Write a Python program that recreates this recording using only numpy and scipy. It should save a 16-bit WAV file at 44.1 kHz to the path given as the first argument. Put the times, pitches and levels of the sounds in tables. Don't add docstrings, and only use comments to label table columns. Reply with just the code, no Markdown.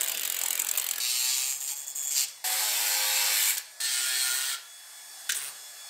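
import sys
import numpy as np
from scipy import signal
from scipy.fft import rfft, irfft, next_fast_len
from scipy.io import wavfile
from scipy.ndimage import uniform_filter1d, map_coordinates

SR = 44100
rng = np.random.default_rng(int(sys.argv[2]) if len(sys.argv) > 2 else 0)


def materialize(psi):
    bounded = np.clip(np.atleast_2d(psi).T, -1, 1)
    quanta = np.round(bounded * 32767).astype(np.int16)
    wavfile.write(sys.argv[1], SR, quanta)


def elevation(decibels):
    levels = np.asarray(decibels, float)
    return 10 ** (levels / 20)


N = 259749

STRETCH_S = [
    0,
    1.0015,
    2.4415,
    3.8015,
    5.9,
]

# first t/s, last t/s, first peak/dB, last peak/dB, length/ms
RUNS = [
    (0.174, 0.218, -22, -27, 0.55),
    (0.254, 0.345, -32, -28, 1.9),
    (0.6473, 0.784, -25, -33, 1),
    (0.842, 0.9816, -32, -33, 2.3),
]
# t/s, peak/dB, length/ms
BITES = [(.0098, -22.5, 1.5), (.0172, -20, 0.71), (.0327, -23, 1), (.04, -32, 1.1), (.0464, -32, 0.95),
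         (.0616, -29, 1.3), (.0764, -31, 1), (.0822, -27, 2.4), (.0955, -30, 2.5), (.117, -32, 2.3),
         (.119, -29, 1.8), (.1444, -35, 2.2), (.149, -39, 2.3), (.179, -35, 1.4), (.2106, -39, 1.2),
         (.2328, -32, 2.4), (.2497, -30, 4.1), (.276, -26, 0.77), (.3, -20.5, 0.87), (.322, -27, 1.7),
         (.5944, -22, 1.6), (.5985, -19, 1.7), (.6186, -21, 2), (.668, -29, 0.66), (.6878, -21, 1.8),
         (.7132, -18, 0.84), (.753, -38, 1.6), (.775, -21.5, 1.8), (.782, -24, 2), (.797, -21.5, 1.9),
         (.8143, -33, 1.6), (.8205, -35, 1.6), (.8284, -43, 1.7), (.889, -21, 0.49), (.9113, -14.5, 0.56)]
# t/s, peak/dB, length/ms
LISTED_RUN = [(0.366, -25.5, 2.4), (0.389, -28, 2.6), (0.4137, -23, 1.9), (0.436, -21, 1.8), (.4595, -24, 2.6),
              (.484, -21.5, 1.2), (0.506, -21.5, 1.9), (.53, -23, 1.7), (0.5539, -19.5, 1.2), (.577, -25, 1.2)]
# f/Hz, density/dB
CATCH = [(300, -32.5), (820, -11.5), (1200, -13.5), (2900, -4), (3650, -5), (4400, -7.5), (5200, -9.5),
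         (7250, 8.5), (8500, 6.5), (10300, -6), (11500, -9.5), (13400, -10), (14700, -6.5), (15600, -16.5)]
# f/Hz, width/Hz, level/dB, rise/(dB/s)
EDGE_RING = [
    (7760, 1000, -12, 3.5),
    (3040, 1800, -24, -12),
]
# t/s, level/dB
DRAG_DB = [(0, -34.5), (.5, -35), (1, -38.5)]
# f/Hz, density/dB
DRAG = [(20, -75.5), (60, -36), (230, -12.5), (700, -1.5), (1150, -6), (1600, 0.5), (2500, 0.5),
        (4400, 0.5), (5200, -5), (6300, -7), (8400, -6), (10300, 3), (11000, -9), (13500, -11),
        (15500, -5.5)]
SLOW_TURNS_PER_S = 43.5
USUAL_DB = -26
BODY_DB, BODY_GROWS, TOP_DB, TOP_GROWS, SCATTER_DB = -5, 0.062, 0.5, 0.31, 1.5

# f/Hz, t60/s
SHOP = [(200, 0.88), (4000, 0.4), (12000, 0.0087)]
DIP_SHARE = [.7, .8, .45, .4]

# t/s, speed/(turns/s)
SPEED = [
    [(1, 123.2), (1.26, 127.4), (1.4, 131.2), (1.63, 140), (1.95, 142.5), (2.1, 140), (2.22, 135.5),
     (2.34, 142.7), (2.44, 143.7)],
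    [(2.45, 106.3), (2.56, 107.4), (2.9, 103.2), (2.98, 104.6), (3.2, 104.6), (3.4, 103.5), (3.48, 99),
     (3.56, 125), (3.67, 142)],
    [(3.8, 127.8), (4.03, 129.6), (4.21, 128), (4.41, 131.5), (4.55, 136.7), (4.62, 141.8), (5.28, 143),
     (5.45, 139.7), (5.6, 142.6)],
]
# shaft multiple, level/dB rms
WHINE = [(2, -90), (24, -60.5), (31, -70), (33, -69), (36, -64), (37, -64), (47, -66), (49, -68), (59, -72),
         (60, -70), (72, -72)]
# shaft multiple, level/dB rms
TWELFTH = [(12, -64.5)]
TWELFTH_DB = [-21, 1, -1.5]
# f/Hz, density/dB
AIR = [(18, -95.5), (30, -67), (102, -32), (200, -30), (399, -20.5), (709, -6), (970, -9), (1170, -9),
       (1400, -9.5), (1680, -5.5), (2130, -9), (3200, -12), (3700, -10), (4000, -7.5), (5170, -11),
       (5700, -7), (6500, -7), (9400, -9), (10500, -7.5), (15500, -15.5)]
# f/Hz, width/Hz, level/dB, rise/(dB/s)
AIR_RINGS = [(4560, 200, -19, 8), (5200, 120, -19, 4), (6800, 270, -15, 1), (8280, 680, 1.5, -3)]
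# t/s, air/dB, whine/dB
MOTOR = [(1, -47.5, 2), (1.7, -45, 5), (1.78, -48, 3.5), (2.08, -43, 9), (2.3, -46.5, 6), (2.44, -49, -3),
         (2.45, -34.5, 3), (3.8, -48.5, -1), (4.7, -47, 2), (5.25, -43, 6), (5.6, -43, 4.5),
         (5.89, -43.5, 7.5)]
FREE_SHAKE_DB = -87
LOADED_SHAKE_DB = [-76, -74, -81, -61]

# t/s, pressure (pin rasp)/dB, skim (rim hiss over rasp)/dB
PUSH = [(1.02, -33.5, 3), (1.2, -32, 4.5), (1.32, -31.5, 3.5), (1.52, -35.5, 7), (1.56, -42, 9),
        (1.6, -50, 12.5), (1.63, -70, 10)]
BREAK = [(2.07, -68, 8), (2.111, -35, 7.5), (2.145, -35.5, 7), (2.175, -28, 2.5), (2.24, -30, 3.5),
         (2.265, -42.5, -3), (2.3, -45.5, 0.5), (2.34, -51, -14)]
SECOND = [(2.46, -32.5, 2.3), (2.6, -31.5, 2.5), (3.3, -27.5, 1.3), (3.501, -27.5, 5), (3.56, -37, 4),
          (3.575, -38.5, -11), (3.6, -40.5, 0.5), (3.64, -50, -5), (3.68, -51, -27)]
THIRD = [(3.815, -35, 0.5), (3.87, -33, 0), (4.18, -30.5, 1), (4.35, -32, 3.5), (4.51, -32.5, 0.8),
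         (4.54, -34, 1), (4.57, -40, -6), (4.61, -46.5, -10), (4.66, -63, 4)]
GRAZE = [(5.33, -26.5, -28), (5.35, -45, 18), (5.38, -41, 9), (5.4, -42, 4), (5.43, -40.5, 7.5),
         (5.49, -42, 5), (5.52, -58, 9), (5.55, -81, 8)]
# start t/s, length/s, pressure/dB, skim/dB
TOUCHES = [
    (1.597, 0.072, -38.5, 9.5),
    (1.669, 0.068, -34.5, 7),
    (1.75, 0.097, -43, 11.5),
    (1.862, 0.053, -48, 17),
    (1.949, 0.092, -44, 16.5),
    (2.017, .045, -41.5, 13),
    (2.066, 0.026, -41.5, 15),
]
LAND_S, SAG_DB_PER_S, LEAVE_DB_PER_S = 0.01, 58.5, 697
# f/Hz, density/dB
COLOURS = [
    [(150, -44), (380, -29), (800, -18.5), (1600, -16), (2400, -4.5), (3200, -6.5), (4300, -8), (5000, -4),
     (6000, -5), (7000, -10), (8500, -8.5), (9700, -5.5), (10350, -3), (11100, -4), (15500, -10)],
    [(88, -85), (150, -82), (308, -27.5), (519, -15), (668, -21.5), (827, -1.5), (1130, -13), (1340, -12.5),
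     (1600, -5), (6470, -5), (7560, 0.5), (10700, -3.5), (12800, -7.5), (15500, -8)],
    [(88, -59), (150, -26), (213, -66), (381, -20), (595, -19), (781, -10), (1110, -13), (1760, 1.5),
     (2180, -1), (4220, 1), (5130, 0), (8330, -4), (15500, -0.5)],
    [(88, -52), (150, -31), (285, -23), (339, -54), (411, -19), (1020, -12), (1370, -6), (5330, -9),
     (9540, -7), (15500, 1)],
]
# f/Hz, width/Hz, level/dB, rise/(dB/s)
RINGS = [
    [(3910, 130, -7, -10), (4270, 120, -6, -2), (4530, 280, 0.5, -5), (5620, 660, -18, 7),
     (2570, 170, -11, -11), (7010, 110, 5, 2.5), (7540, 160, 5.5, 3), (8150, 99, -1.5, 5.5),
     (8530, 120, 3, -6), (6350, 110, -12, 6)],
    [(2290, 72, -16.5, 10.5), (4250, 38, -7, 3), (4510, 51, -4.5, 1.5), (5350, 51, -11, 4),
     (7500, 450, -9, 0.5), (9600, 110, -14, -5), (13000, 590, 6, -2.5)],
    [(1420, 26, -8.5, 16.5), (1770, 32, -11, -6), (3300, 30, -8, 4), (3880, 33, -10, -13),
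     (4290, 55, 0, -11), (8270, 1730, 10, -7)],
    [(8900, 1800, 15, -2)],
]
RIMS = [
    [-28, -34, -11.5, -11.5, -37, -3, -5, -23, -5, -13, -25, -19, -14, -17, -21, -23, -20, -14, -12, 0, -1,
     -7, -10, -7, -20, -1, -14, -4, -12, 8, 6, -2, 10.5, -2, 10, 2, -2],
    [-24, -40, -12.5, -13, 4, -3, 9, 5, 5.5, -28, -2.5, -9, -20, 1.5, 3, -6, -11, -19, -21, -18, -1, -5,
     -16, -6, 4, -6, -17, -12, -15, -25, -17, -6, 5, -5, -10, -2, -14, -13, 6, -7, -5, -16, 0, -11],
    [-51, -61, -19.5, -37, -22, -10, -19, -16, -40, -33, -0.5, -6, -15, 5, -18, -26, -29, -30, -4, -24, -18,
     -6, -5, -7, -2, -4, -23, -23, -19, 0, -16, -1, 7, 0],
    [-30, -11, -2],
]
# shaft multiple, rise/(dB/s)
RIM_CHANGE = [
    [(31, -8), (35, -2)],
    [(5, 3), (7, -12), (8, -2), (9, -9), (15, -5), (16, 4), (22, 5)],
    [(11, -3), (14, -13), (26, 2), (30, 3), (33, 2)],
    [(1, 0)],
]
RIM_DB = [-3, -11, -8, -20]
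RIM_WEAR_DB_PER_S = [4.9, 6.9, 1.4, .3]
RIM_GONE_S = [2.3, 3.45, 4.3, 5.6]
RIM_GOES_DB_PER_S = 30
REPEATING = [.9, .7, .6, .4]
# throb depth, added depth per dB of skim
THROBS = [
    (.13, .055),
    (.1, .01),
    (.2, .02),
    (.3, .02),
]
# level at full pressure/dB, share of pressure followed, loss per dB of skim/dB
DRONE = [
    (-56, 0.44, -0.23),
    (-34.5, 2.1, 2.5),
    (-54.5, 0.78, -1.65),
    (-60, 0.11, -1),
]
# shaft multiple, level against hiss/dB
SKIM_LINES = [(47, -19), (48, -16), (49, -13), (52, -19), (53, -16), (58, -21)]

# t/s, f/Hz, level/dB, t60/s
RING_OUTS = [
    (1.714, 842, -44, 0.18),
    (4.53, 1380, -53, .4),
]
# t/s, peak/dB, body/dB, top/dB, length/ms
SNAPS = [(2.2837, -26.5, -29, -17, 2.3), (3.5694, -23, -3.5, -5, 6.5), (3.581, -17, -7, 2, 1.4),
         (5.2928, -20.5, -1, -2, 1.8), (5.296, -18, 3, -2, 2), (5.3022, -19.5, -3, -15, 3.5),
         (5.32, -16.5, -10, -5, 2.6), (5.345, -26.5, -4, -8, 6.2), (5.3672, -21.5, -28, -31.5, 2),
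         (5.5894, -46, -8, -29, 1.6), (5.7344, -50, -3, -12, 1.6)]
# f/Hz, density/dB
SNAP = [(410, -30), (700, -22), (1120, -52), (1480, 2.5), (2490, -6), (3230, 1.5), (5020, -5), (7900, -4),
        (10800, -11.5), (15500, -13)]

# f/Hz, level/dB
MIC = [(20, -15), (90, -3.5), (15650, -1.5), (15950, -50), (22000, -90)]
MASKED_DB, MASK_DROP_DB, BASS_MASKED_DB = -6, -16, -31


def evened(x):
    return x / np.sqrt(np.mean(x ** 2) + 1e-20)


def read(points, hz):
    f, value = np.transpose(points)
    return np.interp(np.log(hz + 1), np.log(f + 1), value)


def wander(count, hz):
    knots = rng.standard_normal(int(count / SR * hz) + 4)
    return np.interp(np.arange(count) * hz / SR, np.arange(len(knots)), knots) * 1.2


def coloured(x, colour, rings=(), patchy_db=2.):
    hz, t, z = signal.stft(x, SR, nperseg=1024, noverlap=768)
    patches = uniform_filter1d(rng.standard_normal(z.shape), size=5, axis=0)
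    patches = evened(uniform_filter1d(patches, size=16, axis=1))
    gain = elevation(read(colour, hz)[:, None] + patchy_db * patches)
    for f, width, db, rise_db in rings:
        swell = evened(uniform_filter1d(rng.standard_normal(len(t)), size=14))
        db = db + rise_db * np.minimum(t, 1.6) + 1.2 * swell
        detune = (hz[:, None] - f) / (width / 2 + 15)
        gain = gain * (1 + elevation(db + 6.5) / (1 + detune ** 2))
    y = signal.istft(z * gain, SR, nperseg=1024, noverlap=768)[1]
    return evened(y[:len(x)])


def split(x, low_hz, high_hz):
    size = next_fast_len(len(x))
    z, hz = rfft(x, size), np.fft.rfftfreq(size, 1 / SR)
    low = 1 / (1 + (hz / low_hz) ** 12)
    high = 1 - 1 / (1 + (hz / high_hz) ** 24)
    return [irfft(z * g, size)[:len(x)] for g in (low, 1 - low - high, high)]


def catches():
    rows = []
    for first_s, last_s, first_db, last_db, ms in RUNS:
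        count = round((last_s - first_s) * SLOW_TURNS_PER_S) + 1
        rows.append(np.linspace((first_s, first_db, ms), (last_s, last_db, ms), count))
    s, db, ms = np.vstack(rows + [BITES, LISTED_RUN]).T
    body, top = SCATTER_DB * rng.standard_normal((len(s), 2)).T
    extra_db = db - USUAL_DB
    body_db = BODY_DB - (1 - BODY_GROWS) * extra_db + body
    top_db = TOP_DB - (1 - TOP_GROWS) * extra_db + top
    return np.transpose([s, db, body_db, top_db, ms])


def bursts(t, events, colour, rings=()):
    s, peak_db, body_db, top_db, ms = np.transpose(events)[:, :, None]
    u = np.arange(2000) / SR
    swell = 1000 * u / np.maximum(ms, .3)
    scrape = (1.27 * swell * np.exp(1 - 1.406 * swell)) ** 0.63
    shape = scrape + 0.12 * (1 - np.exp(-swell)) * np.exp(-u / 0.0084)
    grit = rng.standard_normal(len(t)) * elevation(.6 * wander(len(t), 1600))
    body, edge, top = split(coloured(grit, colour, rings, patchy_db=1.5), 5500, 10500)
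    at = np.round((s - t[0] - .0005) * SR).astype(int) + np.arange(2000)
    keep = (at >= 0) & (at < len(t))
    out = np.zeros(len(t))
    for band, db in ((body, body_db), (edge, 0), (top, top_db)):
        event_power = (elevation(peak_db + db - 0.1) * shape) ** 2
        power = np.bincount(at[keep], event_power[keep], len(t))
        out += np.sqrt(power) * evened(band)
    return out


def chatter(t):
    drag = coloured(rng.standard_normal(len(t)), DRAG, patchy_db=4.2)
    drag *= elevation(np.interp(t, *np.transpose(DRAG_DB)))
    return drag + bursts(t, catches(), CATCH, EDGE_RING)


def shop(x):
    taps = np.zeros(16000)
    taps[np.arange(120, 15980, 20) + rng.integers(0, 20, 793)] = rng.choice([-1., 1.], 793)
    hz, t, z = signal.stft(taps, SR, nperseg=256)
    decay = elevation(-60 * t / read(SHOP, hz)[:, None])
    tail = signal.istft(z * decay, SR, nperseg=256)[1]
    return signal.fftconvolve(x, tail / np.linalg.norm(tail))[:len(x)]


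def orders(turns, table, drift_hz, drift_db, slip):
    out = 0
    for k, db in table:
        level = elevation(db + drift_db * wander(len(turns), drift_hz)) * np.sqrt(2)
        drift = slip * np.sqrt(k) * wander(len(turns), drift_hz)
        out = out + level * np.cos(2 * np.pi * (k * turns + rng.random()) + drift)
    return out


def motor(t, turns, k):
    s, air_db, whine_db = np.transpose(MOTOR)
    air = coloured(rng.standard_normal(len(t)), AIR, AIR_RINGS, patchy_db=2)
    shake = elevation(FREE_SHAKE_DB) * np.sqrt(2) * np.cos(2 * np.pi * turns)
    whine = orders(turns, WHINE, 14, 2, .12)
    whine = whine + elevation(TWELFTH_DB[k]) * orders(turns, TWELFTH, 12, 1.8, .25)
    return elevation(np.interp(t, s, air_db)) * air + elevation(np.interp(t, s, whine_db)) * whine + shake


def hand(t, k):
    s, press_db, skim_db = np.transpose([PUSH + BREAK, SECOND, THIRD, GRAZE][k])
    rasp_db = np.interp(t, s, press_db)
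    hiss_db = np.interp(t, s, press_db + skim_db)
    for start, length, db, over_db in TOUCHES:
        u = t - start
        land_db = 20 * np.log10(np.clip(u / LAND_S, 1e-4, 1))
        leave_db = LEAVE_DB_PER_S * np.maximum(u - length, 0)
        touch_db = db + land_db - SAG_DB_PER_S * u - leave_db
        rasp_db = np.maximum(rasp_db, touch_db)
        hiss_db = np.maximum(hiss_db, touch_db + over_db)
    return rasp_db, hiss_db, s[-1]


def rim_grit(turns, wear_turns, count=200):
    grains = rng.standard_normal((int(turns[-1] / wear_turns) + 2, count))
    grains = np.hstack([grains, grains[:, :1]])
    return evened(map_coordinates(grains, [turns / wear_turns, turns % 1 * count], order=1))


def grind(t, turns, k, lift_s=0.047):
    rasp_db, hiss_db, end_s = hand(t, k)
    over_db = hiss_db - rasp_db
    push_db = rasp_db - rasp_db.max()
    bite_db = .9 * np.minimum(push_db + 5, 0)
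    full_db, follows, skim_loss = DRONE[k]
    drone_db = full_db + follows * np.minimum(push_db + 6.5, 0) - skim_loss * np.maximum(over_db + 0.5, 0)

    throb = np.clip(THROBS[k][0] + THROBS[k][1] * over_db, 0, 1.3)
    high_spot = np.exp(throb * (1 + 0.031 * wander(len(t), 53.5)) * np.cos(2 * np.pi * turns))
    high_spot /= np.sqrt(uniform_filter1d(high_spot ** 2, size=1200))
    wear_db = RIM_WEAR_DB_PER_S[k] * np.maximum(t - STRETCH_S[k % 3 + 1], 0)
    grit = rng.standard_normal(len(t)) * elevation(0.83 * wander(len(t), 810))
    grit = grit + REPEATING[k] * elevation(bite_db - wear_db) * rim_grit(turns - turns[0], 6.)
    noise = coloured(grit * high_spot, COLOURS[k], RINGS[k], patchy_db=1.5)

    change = dict(RIM_CHANGE[k])
    age_s = np.clip(t - t[0] - .5, -.5, .6)
    bumps = [(n, db + change.get(n, 0) * age_s) for n, db in enumerate(RIMS[k], 1)]
    rim = evened(orders(turns, bumps, 12, 2, 0.045))
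    gone_db = RIM_GOES_DB_PER_S * np.maximum(t - RIM_GONE_S[k], 0)
    rim_db = RIM_DB[k] + 1.6 * np.minimum(push_db + 1.8, 0) - wear_db - gone_db
    drone, rasp, hiss = split(noise + elevation(rim_db) * rim, 1190, 6250)

    skim_db = np.clip(over_db - 2.5, 0, 30)
    rasp = evened(rasp)
    rasp = rasp - (1 - elevation(-.7 * skim_db)) * split(rasp, 1200, 3730)[-1]
    if k == 0:
        disc, gap, top = split(evened(hiss), 8800, 11300)
        hiss = disc + elevation(-1.1 * skim_db) * gap + elevation(-.2 * skim_db) * top
        hiss = hiss + np.clip(skim_db / 6, 0, 1) * orders(turns, SKIM_LINES, 14, 3, .1)

    shake_db = LOADED_SHAKE_DB[k] + 0.8 * bite_db + np.minimum(over_db, 0)
    if k > 0:
        shake_db = shake_db + 3.5 * wander(len(t), 9.1)
    out = elevation(shake_db) * np.sqrt(2) * np.cos(2 * np.pi * turns)
    for db, band in ((drone_db, drone), (rasp_db, rasp), (hiss_db, hiss)):
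        out = out + elevation(db) * evened(band)
    touching = np.clip((end_s + lift_s - t) / lift_s, 0, 1)
    return touching * out


def ring_outs(t):
    s, hz, db, t60 = np.transpose(RING_OUTS)[:, :, None]
    u = np.maximum(t - s, 0)
    level = elevation(db - 60 * u / t60) * np.minimum(u / 0.017, 1) * np.sqrt(2)
    return (level * np.sin(2 * np.pi * hz * u)).sum(0)


def scene():
    out, lead = np.zeros(N), 6000
    dip_band = signal.butter(2, [9950, 10750], "bandpass", fs=SR, output="sos")
    for k, (a, b) in enumerate(zip(STRETCH_S, STRETCH_S[1:])):
        i, j = round(a * SR), min(round(b * SR), N)
        t = np.arange(i - lead, j) / SR
        if k == 0:
            dry = chatter(t)
        else:
            turns = np.cumsum(np.interp(t, *np.transpose(SPEED[k - 1]))) / SR
            dry = motor(t, turns, k - 1) + grind(t, turns, k - 1)
            dry += ring_outs(t) + elevation(-6.5) * bursts(t, SNAPS, SNAP)
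            late = (t > 5.295) & (t < 5.65)
            if late.any():
                fade_in = np.clip((t[late] - t[late][0]) / 0.082, 0, 1)
                dry[late] += fade_in * grind(t[late], turns[late], -1)
        wet = dry + elevation(-14) * shop(dry)
        wet -= DIP_SHARE[k] * signal.sosfiltfilt(dip_band, wet)
        out[i:j] = wet[lead:]
        out[i:i + 8] *= np.arange(8) / 8
    return np.array([out, out])


def roll_off(x):
    return signal.sosfilt(signal.butter(12, 16460, fs=SR, output="sos"), x)


def record(dry):
    hz, t, z = signal.stft(dry[0], SR, nperseg=1024, noverlap=768)
    power = uniform_filter1d(abs(z) ** 2, size=7, axis=1) + 1e-16
    around = uniform_filter1d(power, size=14, axis=0)
    around = np.minimum(np.roll(around, 9, axis=0), np.roll(around, -9, axis=0))
    under_db = 10 * np.log10(uniform_filter1d(power, size=3, axis=0) / around)
    bass_db = 10 * np.log10(power[2:5].mean(0) / power[20:340].mean(0))
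    masked = np.clip((MASKED_DB - under_db) / 2, 0, 1) * (hz > 900)[:, None]
    bass_masked = np.clip((BASS_MASKED_DB - bass_db) / 2, 0, 1) * (t > STRETCH_S[1])
    masked += 2 * bass_masked * (hz < 230)[:, None]
    z = z * elevation(read(MIC, hz)[:, None] + MASK_DROP_DB * masked)
    chance = uniform_filter1d(rng.standard_normal(len(t) // 4 + 1), size=2)
    apart = np.repeat(chance > .3, 4)[:len(t)]
    side = z * np.exp(2j * np.pi * rng.random(z.shape)) * apart * elevation(-11.5)
    both = signal.istft(np.array([z + side, z - side]), SR, nperseg=1024, noverlap=768)[1][:, :N]
    return roll_off(both)


dry = scene()
out = record(dry)
materialize(out)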